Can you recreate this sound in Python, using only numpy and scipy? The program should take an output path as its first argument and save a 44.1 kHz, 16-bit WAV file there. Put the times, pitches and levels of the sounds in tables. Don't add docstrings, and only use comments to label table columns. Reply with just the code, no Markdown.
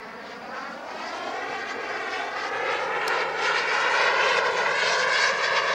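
import sys
import numpy as np
from scipy import signal
from scipy.fft import rfft, irfft, next_fast_len
from scipy.io import wavfile
from scipy.ndimage import uniform_filter1d, map_coordinates

SR = 44100
rng = np.random.default_rng(int(sys.argv[2]) if len(sys.argv) > 2 else 0)


def gain_from_db(level_db):
    decades = np.asarray(level_db, float) / 20
    return 10 ** decades


def wrap_up_sound(samples):
    columns = np.atleast_2d(samples).T
    tamed = np.clip(columns, -1, 1)
    steps = np.round(tamed * 32767).astype(np.int16)
    wavfile.write(sys.argv[1], SR, steps)


N = 253134
HOP, SIZE = 256, 1024
POCKET_OCTAVES, TOOTH_OCTAVES = 0.33, 0.068


def evened(x):
    return x / np.sqrt(np.mean(abs(x) ** 2) + 1e-20)


def read(points, hz, axis=1):
    columns = np.transpose(points)
    return np.interp(np.log(hz + 1), np.log(columns[0] + 1), columns[axis])


def axes():
    return np.arange(N // HOP + SIZE // HOP + 1) * HOP / SR, np.fft.rfftfreq(SIZE, 1 / SR)


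def noise():
    t, hz = axes()
    a, b = rng.standard_normal((len(t), len(hz), 2)).T
    return a + 1j * b


def patches(wide_hz, long_s):
    field = noise().real
    for _ in range(2):
        field = uniform_filter1d(field, max(round(wide_hz * SIZE / SR), 1), 0)
        field = uniform_filter1d(field, max(round(long_s * SR / HOP), 1), 1)
    return evened(field)


def pockets_db(rows, octaves):
    t, hz = axes()
    total = 0
    for at, pocket_hz, pocket_db, half in rows:
        across = np.log2((hz[:, None] + 1) / pocket_hz) / octaves
        along = (t - at) / half
        total = total + pocket_db * np.exp(-.5 * (across ** 2 + along ** 2))
    return total


def sound(z):
    return signal.istft(z, nperseg=SIZE, noverlap=SIZE - HOP)[1][..., :N]


def tone(s, hz, db, blur_hz):
    t = np.arange(N) / SR
    shake = blur_hz * evened(uniform_filter1d(rng.standard_normal(N), size=400))
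    turns = np.cumsum(np.interp(t, s, hz) + shake) / SR
    sounding = (t > s[0]) & (t < s[-1])
    return np.sqrt(2) * sounding * gain_from_db(np.interp(t, s, db)) * np.sin(2 * np.pi * turns)


def ring(s, hz, t60):
    t = np.maximum(np.arange(N) / SR - s, 0)
    return np.sin(2 * np.pi * hz * t) * (1 - np.exp(-hz * t)) * gain_from_db(-60 * t / t60)


def delayed(x, lag_s):
    at = np.arange(N) - lag_s * SR
    return np.array([map_coordinates(row, [at], order=3, mode="reflect") for row in x])


def short_wave_flicker():
    return np.clip(axes()[1] / 4000, .25, 1.2)[:, None]


def exhaust_colour(rush_db, clear_db):
    tilt_hz = [262, 430, 1900, 2900, 5500, 9500]
    # (frequency [Hz], level [dB])
    exhaust = [(20, -50.5), (85, -10), (170, 4.5), (250, 13), (350, -3), (500, 3), (1200, 0), (1950, 0),
               (2700, 2), (3700, 0), (4800, 2), (6500, -4), (9000, -19.5), (14000, -58.5)]
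    # (time [s], frequency [Hz], height [dB])
    hump = [
        (0, 650, -1),
        (.5, 704, 3.5),
        (1.1, 722, 5),
        (1.6, 540, 3.5),
        (2.5, 530, 1.5),
        (2.9, 520, 0.5),
        (3.2, 1500, 0.5),
        (3.6, 1530, 3.5),
        (5.74, 1600, 3),
    ]
    # (time [s], frequency [Hz], level [dB], half length
    # [s])
    pockets = [(0.099, 399, 0, .15), (0.298, 797, 0.5, 0.103), (0.58, 1350, 3.5, 0.098),
               (0.997, 740, 3.5, 0.12), (1.442, 2300, 0, 0.066), (1.949, 1870, 3, 0.23),
               (2.049, 752, -2, 0.25), (2.299, 752, 1.5, 0.22), (2.975, 2090, 3.5, 0.074),
               (3.587, 1410, -0.5, 0.072), (3.699, 315, 4, 0.32), (4.099, 3260, -1, 0.2),
               (4.49, 2200, -3, 0.082), (4.61, 756, 4, 0.048), (4.805, 172, 5, .3), (3.5, 152, -4, 0.33),
               (2.75, 9880, 2, 0.2), (4.901, 1600, 0.5, 0.2), (5.62, 800, 1, 0.11),
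               (4.901, 9500, 0.5, 0.23), (5.55, 3000, 1.5, 0.15)]
    t, hz = axes()
    bass_db = np.minimum(-10, -44 - rush_db)
    upper_db = -10.5 + .5 * (rush_db + 29.5) + 0.21 * clear_db
    turned_away_db = -13 * np.maximum(t - 5.1, 0)
    far_db = -19 * np.maximum(1 - t, 0)
    top_db = -19 + 0.69 * clear_db + turned_away_db + far_db
    tilt = np.array([bass_db, 0 * t, 0 * t, upper_db, -17 + clear_db, top_db])
    share = np.array([np.interp(np.log(hz + 1), np.log(tilt_hz), one) for one in np.eye(len(tilt_hz))])
    colour_db = read(exhaust, hz)[:, None] + share.T @ tilt

    when, hump_hz, hump_db = np.transpose(hump)
    octaves = np.log2((hz[:, None] + 1) / np.interp(t, when, hump_hz))
    colour_db = colour_db + np.interp(t, when, hump_db) * np.exp(-(octaves / .5) ** 2)
    ahead = np.interp(t, [0, 1.9, 2.6], [1, 1, 0])
    colour_db = colour_db + 2.3 * ahead * np.exp(-((hz[:, None] - 4700) / 250) ** 2)
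    return colour_db + pockets_db(pockets, POCKET_OCTAVES)


def gusts():
    # (time [s], level [dB], half length [s])
    eddies = [(0.006, 8.5, 0.061), (0.331, 4.5, 0.056), (0.384, -6.5, 0.032), (0.492, -4.5, 0.024),
              (0.84, -5.5, 0.028), (1.177, 1.5, 0.013), (1.22, -3, 0.0082), (1.47, -3.5, 0.0187),
              (1.702, 5.5, 0.027), (1.755, -4, 0.056), (2.165, 4, 0.058), (2.459, 4.0, 0.053),
              (2.51, -6.5, 0.016), (2.711, 3, 0.039), (2.941, -6.5, 0.095), (3.204, 5, 0.0242),
              (3.275, -5, 0.073), (3.46, 7, 0.041), (3.53, -1.8, 0.009), (3.577, 5.5, 0.022),
              (3.879, -3, 0.0446), (4.151, -8.5, 0.069), (4.422, -5, 0.016), (4.634, -4, 0.012),
              (4.735, -2.5, 0.031), (5.058, -6.5, 0.064), (5.178, 2.5, 0.065), (5.36, -5.5, 0.044),
              (5.576, 6.5, 0.018), (5.65, 1, 0.0115), (.16, -1, .03), (.6, 1, 0.028), (.93, -1.5, 0.027),
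              (1.03, 0, 0.0204), (1.33, -0.5, .03), (1.62, -4, 0.033), (1.95, 0.5, 0.0193),
              (2.05, -2, 0.032), (2.33, -2, 0.032), (2.62, -2.5, 0.034), (2.83, 3.5, 0.022),
              (3.03, 1.5, 0.025), (3.13, 1.5, 0.0138), (3.7, 0, 0.033), (4.0, 1.5, 0.028),
              (4.255, 1.5, 0.013), (4.33, 2, 0.026), (4.375, 3.5, .01), (4.47, 3, .01), (4.52, -2.5, 0.031),
              (4.585, 2, 0.011), (4.68, 0, 0.011), (4.8, 0.5, .015), (4.895, 2, 0.011), (5.02, 3, 0.016),
              (5.25, 2, 0.0184), (5.45, 3, 0.013), (5.7, 3, 0.021)]
    # (time [s], level [dB], half length [s])
    ripples = [(0.0, -6, 0.061), (0.412, 0, 0.012), (0.673, 3, 0.082), (0.865, 2, 0.0385),
               (1.016, 1, 0.063), (1.329, -1.5, 0.0118), (1.614, 4, 0.0185), (1.887, -1.8, 0.063),
               (2.142, -0.1, 0.06), (2.351, 2.5, 0.022), (2.601, 0.5, 0.0113), (2.688, -2, 0.015),
               (2.786, -1, 0.02), (2.92, 2.5, 0.028), (3.024, 0.5, 0.024), (3.129, 3, 0.022),
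               (3.558, -0.9, 0.07), (3.733, 1, 0.0225), (3.814, -0.5, 0.0118), (3.994, -2.5, 0.019),
               (4.063, 0.5, 0.011), (4.348, -1.5, 0.02), (4.447, -1, 0.0347), (4.528, 2.5, 0.0183),
               (4.934, 1, 0.077), (5.741, 1, 0.035)]
    # (time [s], frequency [Hz], level [dB], half length
    # [s])
    dimples = [(0.023, 440, 5, 0.06), (0.04, 990, 3.5, 0.06), (0.306, 750, -6.5, 0.1),
               (0.325, 1740, -6, 0.073), (0.754, 2000, -5, 0.079), (1.06, 328, 3.5, 0.17),
               (1.07, 660, -4.5, 0.084), (1.16, 6960, 1, 0.053), (1.73, 1000, 1, 0.059),
               (2.22, 1520, 0.3, 0.12), (2.245, 661, 6.5, 0.063), (2.3, 3030, -0.8, 0.17),
               (2.32, 6960, -1.5, 0.17), (2.556, 1690, 3, 0.15), (2.71, 2680, 4, 0.068),
               (2.806, 1150, -3, 0.043), (2.873, 2500, -7.5, 0.043), (3.2, 8000, -3.5, 0.085),
               (3.492, 1150, 6, 0.031), (3.593, 2640, 2.5, 0.18), (3.637, 1310, -4.5, 0.052),
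               (3.873, 980, 3.2, 0.19), (3.99, 439, -6.5, 0.11), (4.31, 650, -4.5, 0.048),
               (4.49, 6060, -1.5, 0.06), (4.55, 1320, -5.5, 0.041), (4.96, 2580, -4.5, 0.064),
               (5.062, 5280, -0.3, 0.1), (5.155, 440, -3.5, 0.21), (5.223, 3060, -6, 0.027),
               (5.308, 1000, 1.5, 0.038), (5.58, 1000, 3.5, 0.029), (5.2, 2740, 0.5, 0.081),
               (5.55, 2900, -1, .1), (1.3, 1900, -2.5, 0.12), (.62, 1950, -2.5, 0.11),
               (.62, 3900, -2.5, 0.11), (1.02, 4500, 2, 0.081), (4.11, 2270, 1.5, 0.16),
               (4.1, 3860, 4.5, .1), (2.52, 553, 0, 0.12), (3.98, 550, 4, 0.085), (5.66, 776, 0.5, 0.096),
               (.2, 5400, -6, .06), (.33, 4200, -3, .04), (4.6, 7050, 1.5, .08), (4.47, 5000, -0.5, .02),
               (4.948, 1550, -1, .1), (1.3, 740, 0.5, 0.12), (3.1, 2500, -0.5, .08), (5.4, 7000, 2.5, 0.09)]
    # (time [s], frequency [Hz], level [dB], half length [s])
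    teeth = [(.5, 760, 3.5, 0.055), (0.62, 1460, 4.5, 0.08), (0.93, 730, 2.5, .12), (1.28, 740, 2.5, 0.1),
             (1.55, 710, 0, 0.055), (0.68, 870, -6, .1), (0.64, 1300, -3, .1), (4.1, 1230, -4.5, 0.16),
             (4.9, 1240, -6, 0.31), (5.3, 1330, -4.5, 0.19), (4.9, 1400, 2.5, .15), (5.28, 1620, 2, .15),
             (7.2, 800, -3, .2), (4.2, 1000, 2, .2), (5.2, 3100, -3, .12), (5.2, 3300, -2, 0.11),
             (3.82, 2400, 3.5, 0.11), (5, 2680, -3, 0.11), (4.62, 3300, -1.5, 0.17), (2.2, 810, 2, 0.14),
             (2.64, 540, 3.5, 0.17), (2.9, 1230, 1, 0.11), (0.36, 5000, 2, .08), (.65, 4700, 3, 0.11),
             (5.68, 800, -3, .1)]
    t, hz = axes()
    large_db = 0
    for at, db, half in list(eddies) + list(ripples):
        large_db = large_db + db * np.exp(-.5 * ((t - at) / half) ** 2)
    gusts_db = np.clip(hz / 3070, .05, 1.15)[:, None] * large_db
    fine_db = 1.05 * patches(5000, .02) + 1.34 * patches(700, .04)
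    gusts_db = gusts_db + short_wave_flicker() * fine_db + 0.76 * patches(400, 0.11)
    gusts_db = gusts_db + 0.74 * pockets_db(dimples, POCKET_OCTAVES)
    return gusts_db + pockets_db(teeth, TOOTH_OCTAVES)


def ground_echo():
    # (time [s], lag [ms], long-wave firmness [factor], short-wave firmness [factor], long-wave turn
    bounce = [(0, 4.54, 1, 0.3, 0), (.4, 4.26, 0.4, 1, 0.63), (.65, 3.66, 1, 0.9, -.098),
              (.98, 3.14, 0.75, 1, -0.18), (1.4, 2.63, 0.88, 1, -.049), (1.82, 2.51, 0.7, 1, -0.3),
              (2.12, 2.68, 1.05, 1.1, 0.084), (2.66, 2.37, 1, 1, 0.29), (3.1, 2.16, 0.72, 0.4, .25),
              (3.4, 2.224, 0.9, 0.94, 0.25), (3.7, 2.13, 0.87, 0.9, -0.0067),
              (3.95, 2.09, 0.66, 1.2, -0.12), (4.1, 2.03, 1.05, 0.75, 0), (4.25, 1.94, 0.8, 0.9, -.15),
              (4.6, 2.01, 0.9, 0.9, -.065), (4.8, 1.88, 0.92, 1.15, -.15), (4.95, 1.92, 0.95, 0.85, -0.063),
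              (5.18, 1.8, 0.9, 0.9, -0.56), (5.46, 1.745, 1.05, 0.5, -0.62), (5.74, 1.77, 0.93, 0.5, -.55)]
    # (frequency [Hz], factor [1])
    ground = [(150, 0.89), (600, 0.63), (850, 0.7), (1250, 1), (1800, 0.65), (2500, 0.63), (4000, 0.58),
              (8000, 0.57)]
    t, hz = axes()
    flicker = short_wave_flicker()
    at, lag_ms, firm, crisp, turn = np.transpose(bounce)
    lag = np.interp(t, at, lag_ms) / 1000
    turned = np.interp(t, at, turn) * np.minimum(hz[:, None] / 800, 1) / (1 + (hz[:, None] / 1310) ** 4)
    wobble = turned + (0.08 + 0.26 * flicker) * patches(700, .07)
    back = np.clip(read(ground, hz), 0, 1)[:, None] * gain_from_db((0.4 + 1.4 * flicker) * patches(690, 0.077))
    short = 1 / (1 + (1820 / (hz[:, None] + 1)) ** 4)
    firmness = (1 - short) * np.interp(t, at, firm) + short * np.interp(t, at, crisp)
    return lag, back * np.clip(firmness, .05, 1.4), wobble


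def ports(z):
    # (frequency [Hz], level [dB], phase [rad])
    port_gap = [(100, -39, 0.), (300, -37.5, 0.), (700, -34.5, 0.25), (1100, -36.5, .8), (1600, -26.5, 1.),
                (2600, -34.5, 1.), (3500, -26, .8), (4500, -22.5, .7), (5500, -20, .2), (6500, -25, -.4),
                (8000, -28, -2.)]
    # (time [s], level [dB])
    aside = [
        (0, -3),
        (2.2, 2),
        (2.9, 1),
        (3.2, -3),
        (4.8, -3.5),
        (5.74, -0.5),
    ]
    t, hz = axes()
    copy = z * np.exp(1j * read(port_gap, hz, axis=2))[:, None]
    aside_db = np.interp(t, *np.transpose(aside)) / (1 + (hz[:, None] / 3000) ** 4)
    side = gain_from_db(read(port_gap, hz)[:, None] + aside_db) * (copy + 0.66 * abs(z) * noise())
    return sound(np.array([z + side, z - side]))


def jet():
    # (time [s], rush level [dB], clarity of the air path [dB])
    flight = [(0, -42, -2.5), (.55, -35, -0.82), (.73, -37, -3), (1.07, -33.5, 2.5), (1.7, -33, -1.6),
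              (1.95, -31, -0.5), (2.32, -33, -2), (2.65, -29, -5), (3.01, -25, -5), (3.44, -28.5, -0.1),
              (4, -23, 3.5), (4.17, -19.5, 3), (4.53, -25.5, 0.6), (5.04, -22.5, 8), (5.53, -25.5, 4),
              (5.74, -27, 4.5)]
    t, hz = axes()
    s, level_db, clarity_db = np.transpose(flight)
    rush_db, clear_db = np.interp(t, s, level_db), np.interp(t, s, clarity_db)
    colour_db = exhaust_colour(rush_db, clear_db)
    gusts_db = gusts()
    lag, back, wobble = ground_echo()

    comb = 1 + back * np.exp(-2j * np.pi * hz[:, None] * lag)
    band = (hz > 350) & (hz < 2200)
    body = np.sqrt((abs(comb * gain_from_db(colour_db))[band] ** 2).sum(0))
    unit = np.sqrt(np.mean(sound(noise() * band[:, None]) ** 2) / band.sum())
    straight = noise() * gain_from_db(colour_db + gusts_db + rush_db) / body / unit
    echo = ports(straight * back * np.exp(1j * wobble))
    return ports(straight) + delayed(echo, np.interp(np.arange(N) / SR, t, lag))


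def hiss():
    # (frequency [Hz], level [dB])
    hiss_colour = [(25, -39), (40, -24), (60, 6), (150, -8.5), (500, -4.5), (2000, -13.5), (5000, -16),
                   (8000, -22.5), (9300, -27), (10600, -24), (12000, -28), (15800, -30.5)]
    # (frequency [Hz], share [1])
    hiss_same = [(60, 1), (130, 0.91), (200, 0.66), (500, 0.47), (3000, 0.46), (8000, 0.53), (9800, 0.92),
                 (11000, 0.56), (15000, .52), (15600, .9)]
    hz, shared, own = axes()[1], noise(), noise()
    same = np.clip(read(hiss_same, hz), 0, 1)[:, None]
    z = np.sqrt(1 + same) * shared + np.array([1, -1])[:, None, None] * np.sqrt(1 - same) * own
    return gain_from_db(-58.5) * evened(sound(z * gain_from_db(read(hiss_colour, hz))[:, None]))


def whine():
    # (frequency [Hz], left level [dB], right level [dB], left lead [rad])
    whine_tones = [(10400, -92, -94, 1), (10500, -87, -90, 0), (10600, -91.5, -91, 1),
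                   (11100, -84, -91.5, -1.5), (12300, -90.5, -96, -6), (12900, -88, -96, -3),
                   (13500, -95, -92, 1), (14100, -91.5, -96, -3.5), (14700, -85, -95, 2.5),
                   (15000, -90, -102, 1), (15300, -92, -91, 1), (15625, -79, -83.5, 0),
                   (15650, -92, -94, -2)]
    t, out = np.arange(N) / SR, 0
    for hz, left_db, right_db, lead in whine_tones:
        angle = 2 * np.pi * (hz * t + rng.random()) + np.array([[lead], [0]])
        out = out + np.sqrt(2) * gain_from_db([[left_db], [right_db]]) * np.sin(angle)
    return out


def motor_notches(x):
    hum_hz = 300
    size = next_fast_len(N + SR)
    hz = np.fft.rfftfreq(size, 1 / SR)
    even = (2 * hum_hz, .6, 25)  # (spacing [Hz], depth, width [Hz])
    every = (hum_hz, 0.38 / (1 + (hz / 3000) ** 2), 22)
    keep = 1
    for step_hz, depth, width in (even, every):
        turn, r = np.exp(-2j * np.pi * hz / step_hz), np.exp(-np.pi * width / step_hz)
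        keep = keep * (1 - (hz > step_hz / 2) * depth * (1 - r) * turn / (1 - r * turn))
    return irfft(rfft(x, size) * keep, size)[:, :N]


def bird():
    # (time [s], frequency [Hz], level [dB])
    call = [
        (.145, 4600, -61),
        (.17, 4850, -60),
        (.2, 4720, -63),
        (.23, 4430, -58.5),
        (.255, 4080, -58.5),
        (.28, 3740, -62),
        (.3, 3430, -59),
        (.33, 2880, -55),
        (.39, 2400, -65),
    ]
    return gain_from_db([[1.5], [-1.5]]) * tone(*np.transpose(call), blur_hz=25.2)


def shaft():
    # (time [s], shaft frequency [Hz])
    spool = [(.6, 2830), (.85, 2930), (1.13, 3130), (1.3, 3180), (1.55, 3290), (1.75, 3371), (2.0, 3480),
             (2.2, 3540), (2.4, 3550), (2.8, 3700), (3.15, 3680), (3.95, 3700)]
    # (time [s], level [dB], half length [s])
    beams = [
        (.95, -59, .15),
        (1.25, -51, .1),
        (1.45, -56.5, .15),
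        (1.68, -57, .12),
        (1.95, -57, .12),
        (2.08, -54, .1),
        (2.23, -51, .12),
        (2.4, -61, .08),
    ]
    # (time [s], level [dB], half length [s])
    double_beams = [
        (3.02, -69, .12),
        (3.45, -62, .1),
        (3.65, -65.5, .15),
    ]
    s = np.arange(spool[0][0], spool[-1][0], HOP / SR)
    hz = np.interp(s, *np.transpose(spool))
    first_db = np.max([db - 5 * ((s - at) / half) ** 2 for at, db, half in beams], 0)
    second_db = np.max([db - 5 * ((s - at) / half) ** 2 for at, db, half in double_beams], 0)
    first_db = first_db + 2.3 * evened(uniform_filter1d(rng.standard_normal(len(s)), size=6))
    return tone(s, hz, first_db, blur_hz=2.5) + tone(s, 2 * hz, second_db, blur_hz=16)


def bump():
    # (time [s], frequency [Hz], t60 [s], level [dB])
    thuds = [
        (0.941, 394, 0.071, -31.5),
        (.945, 213, 0.088, -37),
    ]
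    return sum(gain_from_db(db) * ring(s, hz, t60) for s, hz, t60, db in thuds)


def drone():
    # (time [s], frequency [Hz], level [dB])
    engine = [
        (2.2, 166.8, -76),
        (2.9, 167.8, -57),
        (5.74, 166.8, -58),
    ]
    return tone(*np.transpose(engine), blur_hz=12.0)


def tick():
    # (time [s], level [dB])
    rattle_path = [
        (3.0775, -62),
        (3.0785, -34),
        (3.081, -36.5),
        (3.0835, -38),
        (3.085, -58),
        (3.092, -55),
        (3.095, -64.5),
        (3.115, -71.5),
    ]
    # (frequency [Hz], t60 [s], left level [dB], right level [dB])
    case = [(4200, 0.018, -26, -19.5), (5400, .0106, -21, -16.5), (6580, 0.0064, -30, -29),
            (8700, 0.0055, -32, -35), (14200, .004, -39, -40), (11100, 0.0056, -33, -30),
            (9650, .0069, -35, -35), (7460, .008, -26, -28), (2400, .0214, -20, -41.5),
            (4600, .01, -29, -27), (5400, .008, -33, -38)]
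    case_s = [3.0779, 3.081, 3.0795, 3.0788, 3.0786, 3.0800, 3.0815, 3.0822, 3.08, 3.0805, 3.0908]
    # (frequency [Hz], t60 [s], level [dB])
    rocking = [
        (465, .019, -15),
        (450, 0.09, -36),
        (750, .012, -19),
    ]
    s, db = np.transpose(rattle_path)
    t = np.arange(N) / SR
    a, b = rng.standard_normal((N, 2)).T
    low = signal.butter(2, [3500, 8500], "band", fs=SR, output="sos")
    high = signal.butter(2, [7800, 13000], "band", fs=SR, output="sos")
    bright = signal.sosfilt(low, [a + .3 * b, a - .3 * b])
    bright = bright + gain_from_db(-6) * signal.sosfilt(high, [a + .7 * b, a - .7 * b])
    rattle = evened(bright) * gain_from_db(np.interp(t, s, db)) * (t > s[0]) * (t < s[-1])
    rings = 0
    for at, (hz, t60, left_db, right_db) in zip(case_s, case):
        rings = rings + gain_from_db([[left_db], [right_db]]) * ring(at, hz, t60)
    knock = sum(gain_from_db(knock_db) * ring(3.081, hz, t60) for hz, t60, knock_db in rocking)
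    return rattle + rings + np.array([[1], [-1]]) * knock


def scene():
    return jet() + hiss() + bird() + shaft() + bump() + drone() + tick()


def low_pass(x):
    return signal.sosfilt(signal.butter(12, 15780, fs=SR, output="sos"), x)


def record(dry):
    last = np.minimum(np.arange(N)[::-1] / 40, 1)
    return low_pass(last * (motor_notches(dry) + whine()))


dry = scene()
out = record(dry)
wrap_up_sound(out)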